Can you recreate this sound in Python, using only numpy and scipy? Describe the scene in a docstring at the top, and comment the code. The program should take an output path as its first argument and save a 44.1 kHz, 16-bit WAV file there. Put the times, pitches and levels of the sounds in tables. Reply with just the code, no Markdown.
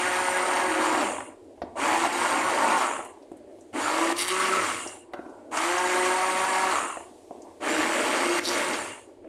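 """A stick blender, already running, is pulsed five times in a pan of thick sauce in a tiled kitchen.
In each burst the brush motor sings shaft orders and commutator tones while the blade churns and spits;
at times it gulps air, dips in level and sprays. On release the tones fall as the rotor coasts down.
In the pauses the sauce slops and the bell knocks on the pan; room tone, treble and ticks run throughout."""
import sys
import numpy as np
from scipy import signal
from scipy.fft import rfft, irfft, next_fast_len
from scipy.io import wavfile
from scipy.ndimage import uniform_filter1d, map_coordinates

SR = 44100
rng = np.random.default_rng(int(sys.argv[2]) if len(sys.argv) > 2 else 0)


def master(y):
    """Save y as 16-bit WAV."""
    cut = np.clip(np.atleast_2d(y).T, -1, 1)
    pcm = np.round(cut * 32767)  # scale
    wavfile.write(sys.argv[1], SR, pcm.astype(np.int16))


N = 409248
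TOP_HZ = 15700


def amp(db):
    """Decibels to amplitude."""
    return 10 ** (np.asarray(db) / 20)


def unit(x):
    """x scaled to rms 1."""
    return x / np.sqrt(np.mean(x ** 2) + 1e-20)


def seconds():
    """Time of each sample of the scene."""
    return np.arange(N) / SR


def along(points, hz):
    """(hz, value) points interpolated on a log frequency axis."""
    f, v = np.transpose(points)
    return np.interp(np.log(hz + 1), np.log(f + 1), v)


def curves(tables):
    """One value per sample for each column after the time."""
    s, *columns = np.concatenate(tables).T
    return [np.interp(seconds(), s, column) for column in columns]


def wobble(rate_hz):
    """Smooth random curve with rate_hz knots a second."""
    knots = rng.standard_normal(int(N * rate_hz / SR) + 4)
    return map_coordinates(knots, [seconds() * rate_hz])


def filtered(x, response):
    """x times a zero-phase response of frequency."""
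    m = next_fast_len(N + SR // 2)
    return irfft(rfft(x, m) * response(np.fft.rfftfreq(m, 1 / SR)), m)[:N]


def colour(points):
    """Gain of a spectrum that is silent outside its ends."""
    return lambda hz: amp(along(points, hz)) * (hz > points[0][0]) * (hz < points[-1][0])


def ringing(modes):
    """Gain of narrow resonances standing on a flat response."""
    return lambda f: 1 + abs(sum(amp(db) * w / (w + 2j * (f - c)) for c, w, db in modes))


def rush(response, patchy_db, lumps=1):
    """Noise of rms 1 with random gain in time-frequency patches."""
    z = signal.stft(lumps * rng.standard_normal(N), nperseg=512)[2]
    field = uniform_filter1d(rng.standard_normal(z.shape), size=6, axis=0)
    field = uniform_filter1d(field, size=10, axis=1)
    patchy = signal.istft(z * amp(patchy_db * unit(field)), nperseg=512)[1][:N]
    return unit(filtered(patchy, response))


# room spectrum, relative: freq_hz, density_db_per_hz
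ROOM_SPECTRUM = [(20, -10), (45, -18), (70, -10), (100, -6.5), (155, -39), (230, -11), (350, 6.5),
                 (600, -9.5), (800, -10), (1140, -24.5), (4750, -34.5), (8580, -56), (12000, -55),
                 (15600, -66)]
ROOM_DB = -52


def room_tone():
    """Steady low-mid noise, strongest around 350 Hz."""
    return amp(ROOM_DB) * rush(colour(ROOM_SPECTRUM), 1.2)


# background treble, drifting from pause to pause: time_s, level_db
SIZZLE_LEVEL = [(1.3, -71), (1.75, -73), (3.2, -70), (3.45, -74), (3.6, -68), (5.05, -93), (5.2, -68),
                (5.5, -72), (7.1, -63), (7.3, -65.5), (7.6, -66), (9.1, -71), (9.28, -82)]
# its spectrum, relative: freq_hz, density_db_per_hz
SIZZLE_SPECTRUM = [(1200, -8), (3000, 0), (5500, -1), (9000, 2.5), (11500, -8), (13500, -16), (15600, -32)]


def background_treble():
    """Band noise whose level drifts."""
    return amp(curves([SIZZLE_LEVEL])[0]) * rush(colour(SIZZLE_SPECTRUM), 1.2)


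# room decay: freq_hz, t60_s
KITCHEN_DECAY = [(200, 1), (2000, 0.39), (10000, 0.28)]


def kitchen(x):
    """Reverberation by noise whose every frequency dies at its own speed."""
    hz, t, z = signal.stft(rng.standard_normal(SR // 2), SR, nperseg=256)
    decay_db = -60 * t / along(KITCHEN_DECAY, hz)[:, None]
    tail = signal.istft(z * amp(decay_db), SR, nperseg=256)[1]
    delayed = np.pad(x, (200, 0))
    return signal.fftconvolve(delayed, tail / np.linalg.norm(tail))[:N]


RIPPLE_DB, RIPPLE_HZ = 1.4, 35  # random gain spread; spacing of its knots


def rippled(x):
    """Random fine ripple across frequency makes x slightly uneven in colour, fully so above 1 kHz."""
    knots = rng.standard_normal(SR // RIPPLE_HZ)

    def response(f):
        ripple = map_coordinates(knots, [f / RIPPLE_HZ])
        return amp(RIPPLE_DB * ripple * np.clip(f / 1000, 0, 1))

    return filtered(x, response)


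TICKS_PER_S = 14
TICK_DB, TICK_SPREAD_DB, TICK_T60_S = -62, 3, .03


def ticks():
    """Tiny bubbles burst on the hot sauce: faint pops at random times, each in its own treble band."""
    out, t = np.zeros(N + SR), np.arange(SR // 40) / SR
    for place, pitch, chance in rng.uniform(size=(round(TICKS_PER_S * N / SR), 3)):
        noise = uniform_filter1d(rng.standard_normal(len(t)), size=14)
        pop = noise * np.sin(2 * np.pi * (4000 + 5500 * pitch) * t) * (1 - np.exp(-t / .001))
        level_db = TICK_DB - TICK_SPREAD_DB * np.log(1 - chance)
        out[round(place * N):][:len(t)] += amp(level_db - 60 * t / TICK_T60_S) * pop
    return out[:N]


HUM_START_S, HUM_HZ, HUM_WIDTH_HZ = 5.14, 1430, 150
HUM_DB, HUM_FADE_DB_PER_S = -49.5, 55


def pan_hum():
    """The knocked pan rim hums roughly on: narrow noise dying away."""
    t = seconds() - HUM_START_S
    noise = rush(lambda f: 1 / (1 + ((f - HUM_HZ) / HUM_WIDTH_HZ) ** 4), 1.8)
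    return (t > 0) * amp(HUM_DB - HUM_FADE_DB_PER_S * np.maximum(t, 0)) * noise


CONTACT_TRIM_DB = -13.5  # on every knock and spit
# bell and pan touch, levels before trims:
# start_s, level_db, pitch_ratio, thud_db, ring_db, click_db, counter_thump_db
BELL_KNOCKS = [(0.948, -13, 1.54, -27, -22, -22, -45), (1.183, -11.5, 1.3, -27, -22, -26, -37),
               (1.205, -18.5, 0.94, -9.5, -5, -7, -40.5), (1.495, -36, .95, -8, -24, -24, -25),
               (1.578, -30, 1.06, -8, -24, -26, -7), (1.618, -7, .94, -20, -22, -16, -21),
               (1.628, -23, 1.16, -15, -19, -25, -30), (1.635, -18.5, 0.8, -3, -26, -35, -18),
               (2.991, -10, 1.02, -15, -19, -23, -46), (3.049, -29, 1, -16, -22, -10, -34),
               (3.316, -22, .97, 2, -26, -23, -38), (3.429, -39, .95, -3, -26, -30, -35),
               (3.586, -27.5, 0.9, -7, -37, -20, -29), (4.862, -16, 1.02, -5, -22, -26.5, -43),
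               (5.135, -13.5, 1, -33, -15, -7, -53), (5.142, -16.5, 1.02, -8, -17, -13, -48),
               (5.191, -15.5, 0.91, -3.5, -23, -38, -38), (5.262, -26, 0.89, 0, -20, -21, -28),
               (6.899, -12, 1.45, -26, -23, -20, -38), (6.97, -13, .94, -18, -14, -24, -30),
               (7.004, -21, 1.15, -17, -23, -26, -32), (7.113, -29, 0.93, -2, -30, -30, -35),
               (7.309, -13.5, .95, -12, -45, -45, -43), (8.977, -24, 1.25, -26.5, -18, -28.5, -40),
               (9.244, -26, 0.85, -8, -20, -25, -29)]
# pan modes before pitch_ratio and sauce damping: freq_hz, level_db, t60_s
PAN_MODES = [(344, 6, .04), (605, 1, .04), (739, 7, .025), (937, -8, .03), (1247, -3.5, .02),
             (1483, -6, .022), (1970, -7, .02), (2750, -14, .02)]
DAMP_S = 0.019


def knocks():
    """The bell strikes the pan's modes, soon smothered by sauce, with a click and a counter thump."""
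    out, t = np.zeros(N + SR), np.arange(SR // 3) / SR
    for s, db, pitch, thud_db, ring_db, click_db, thump_db in BELL_KNOCKS:
        ring = np.zeros(len(t))
        for hz, mode_db, t60 in PAN_MODES:
            # thud weights the lowest mode, ring the upper ones
            share_db = thud_db + 5 if hz < 450 else ring_db + 18.5 if hz > 1100 else 0
            level_db = mode_db + share_db + rng.normal(0, 1)
            ring += amp(level_db - 60 * t / t60) * np.sin(2 * np.pi * pitch * hz * t)
        ring *= np.exp(-(t / DAMP_S) ** 2)
        ring += amp(thump_db - 60 * t / 0.14) * np.sin(2 * np.pi * 85 * t)
        dull_noise = uniform_filter1d(uniform_filter1d(rng.standard_normal(len(t)), size=6), size=3)
        click = amp(click_db + 2 - 60 * t / .04) * dull_noise
        hit = ring * (1 - np.exp(-t / 0.0018)) + click
        out[round(s * SR):][:len(t)] += amp(db + CONTACT_TRIM_DB) * hit
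    return out[:N]


# spit bursts, level before trim: start_s, level_db, centre_hz
SPIT_BURSTS = [(1.62, -33.5, 4260), (1.8786, -19, 6940), (2.7792, -24, 5046), (3.048, -31, 8350),
               (3.224, -48, 4530), (3.316, -47, 8500), (3.368, -45, 8540), (3.609, -41, 7160),
               (4.211, -26, 9480), (4.283, -15, 8800), (4.29, -22, 4000), (4.874, -24, 5960),
               (5.137, -47, 7370), (5.297, -50, 6940), (5.571, -15, 6090), (5.78, -19, 6030),
               (5.9193, -24, 6000), (6.05, -20, 5980), (7.42, -38, 6500), (8.453, -13.5, 4480),
               (8.487, -15, 5800), (8.7324, -19, 4570)]
SPIT_T60_S, SPIT_OCTAVES = 0.067, 0.42  # decay; Gaussian half-width of the band


def spits():
    """Droplets spit where the bell breaks the surface: decaying bands of noise."""
    out, t = np.zeros(N + SR), np.arange(SR // 3) / SR
    octaves = np.log2(np.fft.rfftfreq(len(t), 1 / SR) + 1)
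    for s, db, hz in SPIT_BURSTS:
        band = np.exp(-((octaves - np.log2(hz)) / SPIT_OCTAVES) ** 2)
        spit = unit(irfft(rfft(rng.standard_normal(len(t))) * band, len(t)))
        level_db = db + CONTACT_TRIM_DB - 60 * t / SPIT_T60_S
        out[round(s * SR):][:len(t)] += amp(level_db) * spit
    return out[:N]


# blade runs dry, then sprays: start_s, dry_s, dip_db, spray_db, hiss_spray_db
AIR_GULPS = [(2.075, 0.052, -5, -2, -3), (4.13, 0.035, -12, 4, -4), (4.245, 0.026, -4.5, -4, -2),
             (8.398, 0.041, -14, 2, -11)]
REFILL_S = 0.074


def gulp_db(dry_share, refill_share):
    """Level dips while the blade runs dry, then recovers exponentially."""
    t, out = seconds(), np.zeros(N)
    for s, dry_s, dip_db, *_ in AIR_GULPS:
        after = np.maximum(t - s - dry_s, 0)
        share = np.where(after > 0, refill_share * np.exp(-after / REFILL_S), dry_share)
        out += dip_db * (t > s) * share
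    return uniform_filter1d(out, size=300)


# button presses; base levels before swell, gulps and drifts:
# on_s, off_s, sauce_pace_ratio, hiss_pace_ratio, extra_spatter_fade_db_per_s,
# slosh_db, growl_db, churn_db, spatter_db, hiss_db, orders_db, commutator_db
BUTTON_PRESSES = [(-.3, .985, 1.03, 1.12, 90, -32.5, -31.5, -31, -40, -39.5, -35, -42),
                  (1.756, 2.77, 0.98, 1.04, 83.4, -32.5, -27, -32, -40.5, -41, -38, -44),
                  (3.73, 4.62, 0.98, 0.93, 27.79, -34, -32.5, -29.5, -38, -38, -42, -44),
                  (5.512, 6.71, 0.99, 0.98, 73.5, -40, -33, -33, -40.5, -40.5, -37, -44),
                  (7.605, 8.705, 1.01, 1.034, 49.76, -33.5, -31, -25, -35, -36.5, -41.5, -42.5)]
# over the common swell: time_s, growl_db, slosh_db
GROWL_SLOSH_SWELL = [(0, -1.5, -6.5), (.5, 2.5, -1.5), (.9, 4.5, 0.5), (1.05, 4, 4), (1.8, -5.5, -4),
                     (1.95, -1.5, -4.5), (2.1, -3.5, -2), (2.7, 1.5, -2.2), (3.75, 0.5, 4), (3.82, 5, 2.5),
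                     (4.1, 1.5, 4), (4.33, 0, -4.5), (4.55, 2.5, -0.5), (5.55, 1, -0.5), (5.7, 1.5, -7),
                     (5.85, -1.5, -2), (6.1, 0, -1.5), (6.75, 2.5, -1), (6.9, 5.5, 3), (7.63, -3, 9.5),
                     (7.72, -2, 8), (7.85, 2.5, 7.5), (8.2, 1, 9), (8.39, -1, 7.5), (8.7, 1.5, 7)]
# sauce slops as the idle bell is moved: peak_s, slosh_db, growl_db, churn_db
IDLE_SLOPS = [(1.5, -49, -77, -78), (1.655, -48, -48, -63), (3.225, -51, -66, -74),
              (3.369, -48.5, -80, -69), (3.505, -46, -75, -71), (3.62, -66, -80, -80),
              (5.155, -61, -47, -63), (5.29, -48, -49, -70), (5.401, -54, -56, -73), (5.49, -44, -77, -79),
              (7.36, -46.5, -56, -70), (7.47, -51, -54, -70), (9.131, -54, -72, -82),
              (9.28, -43.5, -81, -65)]
SLOP_RISE_DB_PER_S, SLOP_FALL_DB_PER_S = 200, 94
# five-value settings: slosh, growl, churn, spatter, hiss
START_DB, START_S = -24, (0.0082, 0.011, 0.027, 0.034, 0.021)  # offset at switch-on; time constants
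SWELL_SHARE = (1, 0.53, 0.81, 0.56, 0.71)
GULP_SHARE = (0.79, 1.1, 0.82, 0.7, 0.94)
REFILL_SHARE = (1.14, 0.98, 1.2, 0.045, 0.063)
COAST_DB_PER_S = (48, 38.6, 39, 18, 4.8)  # before the pace
COAST_DB_PER_S2 = (90, 150, 203, 156, 238)
IDLE_DB = (-59, -71, -87, -93, -80)
CARRY_S = 0.045  # sauce keeps turning after release
SPRAY_RISE_S, SPRAY_S = 0.0086, 0.085


def flow():
    """Levels in dB of slosh, growl, churn, spatter, hiss: rise, hold, gulps, run-down, idle slops."""
    t, swell_db = seconds(), curves(POWERED_MOTOR)[2]
    db = np.zeros((5, N))
    for on, off, sauce_pace, hiss_pace, spatter_fade, *levels in BUTTON_PRESSES:
        late = np.maximum(t - off - CARRY_S, 0)
        paced = late * np.c_[[sauce_pace] * 4 + [hiss_pace]]
        rise = np.exp(-np.maximum(t - on, 0) / np.c_[list(START_S)])
        press = np.c_[levels[:5]] + START_DB * rise
        # the fade steepens as the rotor stops
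        press -= np.c_[list(COAST_DB_PER_S)] * paced + np.c_[list(COAST_DB_PER_S2)] * paced ** 2
        press[3] -= spatter_fade * late
        db[:, t >= on] = press[:, t >= on]
    db += np.c_[list(SWELL_SHARE)] * swell_db
    db += [gulp_db(dry, refill) for dry, refill in zip(GULP_SHARE, REFILL_SHARE)]
    db[[1, 0]] += curves([GROWL_SLOSH_SWELL])
    for s, dry_s, _, *spray_db in AIR_GULPS:
        after = np.maximum(t - s - dry_s, 0)
        spray = (1 - np.exp(-after / SPRAY_RISE_S)) * np.exp(-(after / SPRAY_S) ** 2)
        db[3:] += np.c_[spray_db] * spray
    power = amp(db) ** 2 + amp(np.c_[list(IDLE_DB)]) ** 2
    for s, *peak_db in IDLE_SLOPS:
        fall_db = np.where(t < s, SLOP_RISE_DB_PER_S * (s - t), SLOP_FALL_DB_PER_S * (t - s))
        power[:3] += amp(np.c_[peak_db] - fall_db) ** 2
    return 10 * np.log10(power)


# counter top spectrum, relative: freq_hz, density_db_per_hz
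RUMBLE_SPECTRUM = [(40, -27), (65, -8.5), (100, 7), (125, -1.5), (160, -15)]
# time_s, level_db
RUMBLE_LEVEL = [(0, 2), (1.9, 3), (2.8, -1), (3.8, 1.5), (5, 1), (6.5, -2.5), (7.8, 0.5), (9.28, 2)]


def counter_rumble(churn_db):
    """The counter top rumbles in a low band that partly follows the churn."""
    level_db = curves([RUMBLE_LEVEL])[0] - 60 + 0.35 * (churn_db + 32) + 1.8 * wobble(8)
    return amp(level_db) * rush(colour(RUMBLE_SPECTRUM), 1.4)


# layer spectra, relative: freq_hz, density_db_per_hz
SLOSH_SPECTRUM = [(110, -69), (180, -26), (245, -6), (323, -2.5), (429, -11), (465, -5.5), (508, -9.5),
                  (605, 0), (900, -34), (1170, -50), (1980, -120)]
GROWL_SPECTRUM = [(560, -29), (700, 11.5), (900, 17), (1100, 16.5), (1300, 7.5), (1500, -45)]
CHURN_SPECTRUM = [(1100, -1.5), (1300, -5.5), (1450, -1.5), (1750, -2.5), (2300, -3.5), (3000, -10),
                  (3400, -13), (3900, -26)]
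SPATTER_SPECTRUM = [(2600, -8), (3200, -2), (4500, -1.5), (6200, -4.5), (7000, -7), (10500, -12.5),
                    (13000, -15.5), (14200, -34), (15600, -51)]
# bell rings on the spatter: freq_hz, width_hz, level_db
BELL_RINGS = [(3900, 130, -5), (4550, 130, -5), (5750, 160, -5)]
# bell depth: time_s, shallowness (0 deep, low growl; 1 shallow, high growl)
BELL_DEPTH = [(0, 0.066), (1.0, 0.28), (1.9, 0.24), (2.4, 0.23), (2.8, 0.28), (3.8, 0.61), (4.1, 0.4),
              (4.4, 0.81), (4.8, 0.73), (5.6, 0.47), (6.3, 0.33), (6.8, 0.69), (7.7, 0.36), (8.3, 0.47),
              (8.7, 0.29)]


def sauce(turn, slosh_db, growl_db, churn_db, spatter_db):
    """The blade throws sauce once a turn against the bell; the pan sloshes and droplets fizz."""
    surge = wobble(18)
    throw = (1 + .28 * np.cos(turn)) * amp(1.5 * wobble(320))
    # only the deep growl is left once the churn has died
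    shallow = np.clip(curves([BELL_DEPTH])[0], 0, 1) * np.clip((churn_db + 60) / 15, 0, 1)
    deep_growl = rush(lambda f: colour(GROWL_SPECTRUM)(f / .9), 2.07, throw)
    high_growl = rush(lambda f: colour(GROWL_SPECTRUM)(f / 1.2), 2.07, throw)
    growl = np.sqrt(1 - shallow) * deep_growl + np.sqrt(shallow) * high_growl
    growl *= amp(growl_db + .6 * surge)
    churn = amp(churn_db + 0.62 * surge) * rush(colour(CHURN_SPECTRUM), 0.89, throw)
    slosh = amp(slosh_db + 1.2 * wobble(20)) * rush(colour(SLOSH_SPECTRUM), 1.5)
    # spatter flutters harder where it outdoes the churn
    flutter_db = 1.4 + np.clip(spatter_db - churn_db + 8, 0, 8) * .22
    flutter = amp(flutter_db * wobble(150))
    drops = rush(lambda f: colour(SPATTER_SPECTRUM)(f) * ringing(BELL_RINGS)(f), 1.13, flutter)
    return growl + churn + slosh + amp(spatter_db + .5 * surge) * drops


# just after gulps: start_s, rise_s, hold_s, fade_db_per_s, low_db, middle_db, high_db
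DRY_RASPS = [(4.172, 0.01, 0.04, 172.8, -33.5, -35.5, -33), (4.281, .002, .012, 250, -37, -41, -44),
             (8.443, 0.0068, 0.033, 150, -50, -36, -41)]
# low, middle and high groups of bell rings: freq_hz, width_hz, level_db
RASP_MODES = [
    [(2130, 350, 0), (2900, 500, -1)],
    [(3850, 330, 0), (4590, 350, 0), (5500, 450, -2)],
    [(8100, 300, -5), (8900, 400, -2), (9650, 300, 1), (10500, 600, -6)],
]


def rasp(turn):
    """Grit struck once a turn rings the bell."""
    t, out = seconds(), np.zeros(N)
    strike = 1 + 3 * np.maximum(np.cos(turn), 0) ** 30
    scrape = strike * amp(wobble(90) + 3 * wobble(900))
    bands = np.array([rush(lambda f: (ringing(m)(f) - 1) ** 1.4, 1.2, scrape) for m in RASP_MODES])
    for s, rise, hold, fade, *db in DRY_RASPS:
        shape = np.clip((t - s) / rise, 0, 1) * amp(-fade * np.maximum(t - s - rise - hold, 0))
        out += shape * (amp(db) @ bands)
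    return out


# brush and fan noise, relative: freq_hz, density_db_per_hz
HISS_SPECTRUM = [(5500, -60), (6300, 0), (7000, 3), (7800, 1), (8800, 3), (10000, -3), (11000, -19),
                 (13200, -31), (14000, -45)]
# shell rings: freq_hz, width_hz, level_db
SHELL_RINGS = [(4150, 160, -12), (7300, 260, -7), (8100, 220, -6), (8700, 200, -3), (9400, 240, -6),
               (9900, 260, -9)]
TUBE_HZ = 2800
RING_DB, TUBE_DB, RING_GROWS_DB_PER_S = -12, -12, 59


def hiss(hiss_db, coasting_s):
    """Brush and fan noise through shell resonances and a thin shaft-tube ring, which stand out on coasting."""
    flutter = amp(0.44 * wobble(200))
    air = rush(lambda f: colour(HISS_SPECTRUM)(f) * np.sqrt(ringing(SHELL_RINGS)(f)), 2.1, flutter)
    rings = rush(lambda f: (ringing(SHELL_RINGS)(f) - 1) ** 2, 1.7)
    tube = rush(lambda f: 1 / (1 + ((f - TUBE_HZ) / 100) ** 2), 1.2)
    grow_db = RING_GROWS_DB_PER_S * np.minimum(coasting_s, .3)
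    turning = np.clip((hiss_db - IDLE_DB[4] - 5) / 12, 0, 1)
    rings *= amp(RING_DB + grow_db) * turning
    tube *= amp(TUBE_DB + 0.55 * grow_db + 2.5 * wobble(30)) * turning
    return amp(hiss_db) * (air + rings + tube)


# motor under power, one list per press: time_s, shaft_hz, blade_tone_db, churning_swell_db
POWERED_MOTOR = [
    [(0, 179.8, -36, 1), (.25, 182.8, -40, -2), (.5, 183.6, -36.5, -2), (.7, 182.2, -35, -4.5),
     (.87, 179, -33, -0.5), (.985, 180.4, -37, -2.5)],
    [(1.76, 109.5, -57, -1), (1.85, 148.7, -43, 3.5), (1.96, 165.9, -34.5, 1.5), (2.2, 177.4, -36, 3),
     (2.36, 178.1, -61, 0.2), (2.5, 182.9, -35, -1), (2.62, 180.5, -54, 0.3), (2.77, 181.4, -53, 0)],
    [(3.73, 120, -47, -1), (3.85, 147.8, -40, -4), (3.97, 161.5, -29.5, -2), (4.13, 169.4, -31, -2.5),
     (4.24, 178.5, -37, -5), (4.33, 187.1, -32, 0), (4.5, 187.8, -33, -1.1), (4.62, 188.3, -36, -3)],
    [(5.52, 129.5, -58, 5.5), (5.6, 159.2, -40, 3), (5.68, 173.2, -31.5, 2.5), (5.8, 181.4, -33, 0.5),
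     (6.05, 182.8, -29, 4), (6.25, 186, -35.5, -0.5), (6.45, 188.1, -38, 1.5), (6.7, 188.3, -34, 1.5)],
    [(7.61, 115.9, -53, -7), (7.69, 150.1, -53, -7), (7.8, 156.5, -29.5, -7.5), (7.87, 166, -40, -8),
     (8.0, 166.7, -39, -5), (8.1, 171.7, -41, -6), (8.3, 173.9, -27, -5.5), (8.42, 173.3, -31.5, -3.5),
     (8.55, 176.9, -33.5, -1.5), (8.7, 181.2, -39, -9)],
]
# tones over their base level: time_s, orders_db, commutator_db
TONE_SWELL = [(0, -1.5, -1), (.3, 2, 3.5), (.55, 1, 2), (.72, 1, 0), (.98, -3, -6), (1.76, -7.5, -19),
              (1.95, -3, -3), (2.2, 1, 3), (2.36, 0, 2), (2.6, -0.5, 0), (2.77, 5, 4), (3.73, -16, -19),
              (3.85, -10, 5), (3.97, -4, -3), (4.1, 1, -6), (4.2, -11, 0), (4.27, -11, 2), (4.33, -0.5, 7),
              (4.62, 2, -1), (5.52, -27, -12), (5.68, -1.5, 0), (5.8, 3, -5), (6.1, 3, 2), (6.45, 2.5, 6),
              (6.7, 3.5, 1), (7.61, -10, -26), (7.69, -1, 1), (7.9, -15, -1), (8.1, 0.5, 1), (8.3, -1, 0),
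              (8.55, -2, -6), (8.7, 1, 1)]
DRAG_S = (.21, .23, .24, .25, .22)  # run-down time constant per press
FRICTION_HZ = 30  # brush friction stops the rotor before drag alone would
TONE_GULP_SHARE = (0.56, 0.48, 0.86)  # blade tone, orders, commutator


def shaft():
    """Shaft speed, coasting time and tone levels; on release drag and friction run the rotor down."""
    hz, blade_db, _ = curves(POWERED_MOTOR)
    t, coasting_s, tones_db = seconds(), np.zeros(N), np.zeros((2, N))
    ends_s = [press[0] for press in BUTTON_PRESSES[1:]] + [N]
    swell_db = curves([TONE_SWELL])
    for (on, off, *levels), drag_s, end in zip(BUTTON_PRESSES, DRAG_S, ends_s):
        span, at = (t > off) & (t < end), round(off * SR)
        tones_db[:, t >= on] = (np.c_[levels[-2:]] + swell_db)[:, t >= on]
        coasting_s[span] = t[span] - off
        falling_hz = (hz[at] + FRICTION_HZ) * np.exp(-coasting_s[span] / drag_s) - FRICTION_HZ
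        hz[span] = np.maximum(falling_hz, 0)
        blade_db[span] = blade_db[at]
    levels_db = zip([blade_db, *tones_db], TONE_GULP_SHARE)
    return hz, coasting_s, [db + gulp_db(share, share) for db, share in levels_db]


UNDERTONE_START_S, UNDERTONE_RISE_S = .63, .08
UNDERTONE_MULTIPLE, UNDERTONE_DB = 1.77, -32  # of the shaft turn


def undertone(turn, coasting_s):
    """A rough hum a little under the blade tone late in the first press; dies with its run-down."""
    t = seconds()
    gate = np.clip((t - UNDERTONE_START_S) / UNDERTONE_RISE_S, 0, 1) * (t < BUTTON_PRESSES[1][0])
    level_db = UNDERTONE_DB + 1.5 * wobble(18) - 1500 * coasting_s ** 2
    return gate * amp(level_db) * np.sin(UNDERTONE_MULTIPLE * turn)


# shaft orders: multiple, press1_db, press2_db, press3_db, press4_db, press5_db
SHAFT_ORDERS = [(1, -13, -2.5, 0, -12, 5), (3, -1, -1, 1, -1, 2), (4, -0.5, -4, -7, 2, -4),
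                (5, 3, 7, 2, 5.5, 4), (6, -6, 6, 11.5, 1.5, 2), (7, -1, -12, 11, -5, -5),
                (8, 0, 4, -8, -7, 1), (9, 2, 1, -3, 1, -2), (10, -5, -4, -5, -6, -18),
                (11, -4, -4, 5, -7, -8)]
BARS = 24  # on the commutator
# vents and shell gain: freq_hz, gain_db
HOUSING_GAIN = [(2000, -30), (2800, 2), (3400, -6), (4000, -24), (5400, -16), (6300, -6), (7300, 2),
                (7650, -3), (8050, 2), (8800, 0), (10000, -6), (11000, -26), (13400, -32), (14200, -55)]
# a small pan radiates little bass: freq_hz, gain_db
PAN_RADIATION = [(20, -38), (150, -64), (190, 0), (260, 3), (20000, -14.5)]


def motor(hz, coasting_s, blade_db, orders_db, bars_db, hiss_db):
    """Sines at shaft orders, plus tones of brushes crossing the commutator bars; also the turn in radians."""
    turn = 2 * np.pi * np.cumsum(hz * (1 + .004 * wobble(30))) / SR
    # two blades beat twice a turn
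    blade = amp(blade_db + 1.4 * wobble(16) - 145 * coasting_s) * (1 + 0.22 * wobble(60))
    low = blade * np.sin(2 * turn) + undertone(turn, coasting_s)
    press = np.searchsorted([p[0] for p in BUTTON_PRESSES[1:]], seconds())
    # unbalance gives the other orders, rougher the higher they are
    for k, *press_db in SHAFT_ORDERS:
        level_db = orders_db + np.array(press_db)[press] + 1.4 * wobble(11) - 160 * coasting_s
        rough = 1 + 0.095 * k * wobble(70)
        low += amp(level_db) * rough * np.sin(k * turn + rng.uniform(0, 2 * np.pi))
    # sparking blurs the bar tones more under current
    high = np.zeros(N)
    for k in range(1, 9):
        bar_hz = k * BARS * hz
        blur = np.where(coasting_s > 0, .85 + .75 * wobble(260), .7 + .95 * wobble(450))
        high += amp(along(HOUSING_GAIN, bar_hz)) * blur * np.sin(k * BARS * turn) * (bar_hz < TOP_HZ)
    level_db = np.where(coasting_s > 0, hiss_db + 1 - 18 * coasting_s, bars_db)
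    return filtered(low, colour(PAN_RADIATION)) + amp(level_db) * high, turn


def scene():
    """Motor, sauce and knocks in a tiled kitchen."""
    *sauce_db, hiss_db = flow()
    shaft_hz, coasting_s, tones_db = shaft()
    tones, turn = motor(shaft_hz, coasting_s, *tones_db, hiss_db)
    hits = knocks() + spits() + ticks()
    wet = amp(-9.5) * kitchen(hits) + amp(-21) * kitchen(tones)
    noises = sauce(turn, *sauce_db) + counter_rumble(sauce_db[2]) + hiss(hiss_db, coasting_s) + rasp(turn)
    background = room_tone() + background_treble() + pan_hum()
    return (tones + hits + wet + rippled(noises) + background)[None]


def record(dry):
    """Low-pass: nothing above TOP_HZ is kept."""
    return filtered(dry[0], lambda hz: hz < TOP_HZ)[None]


dry = scene()
out = record(dry)
master(out)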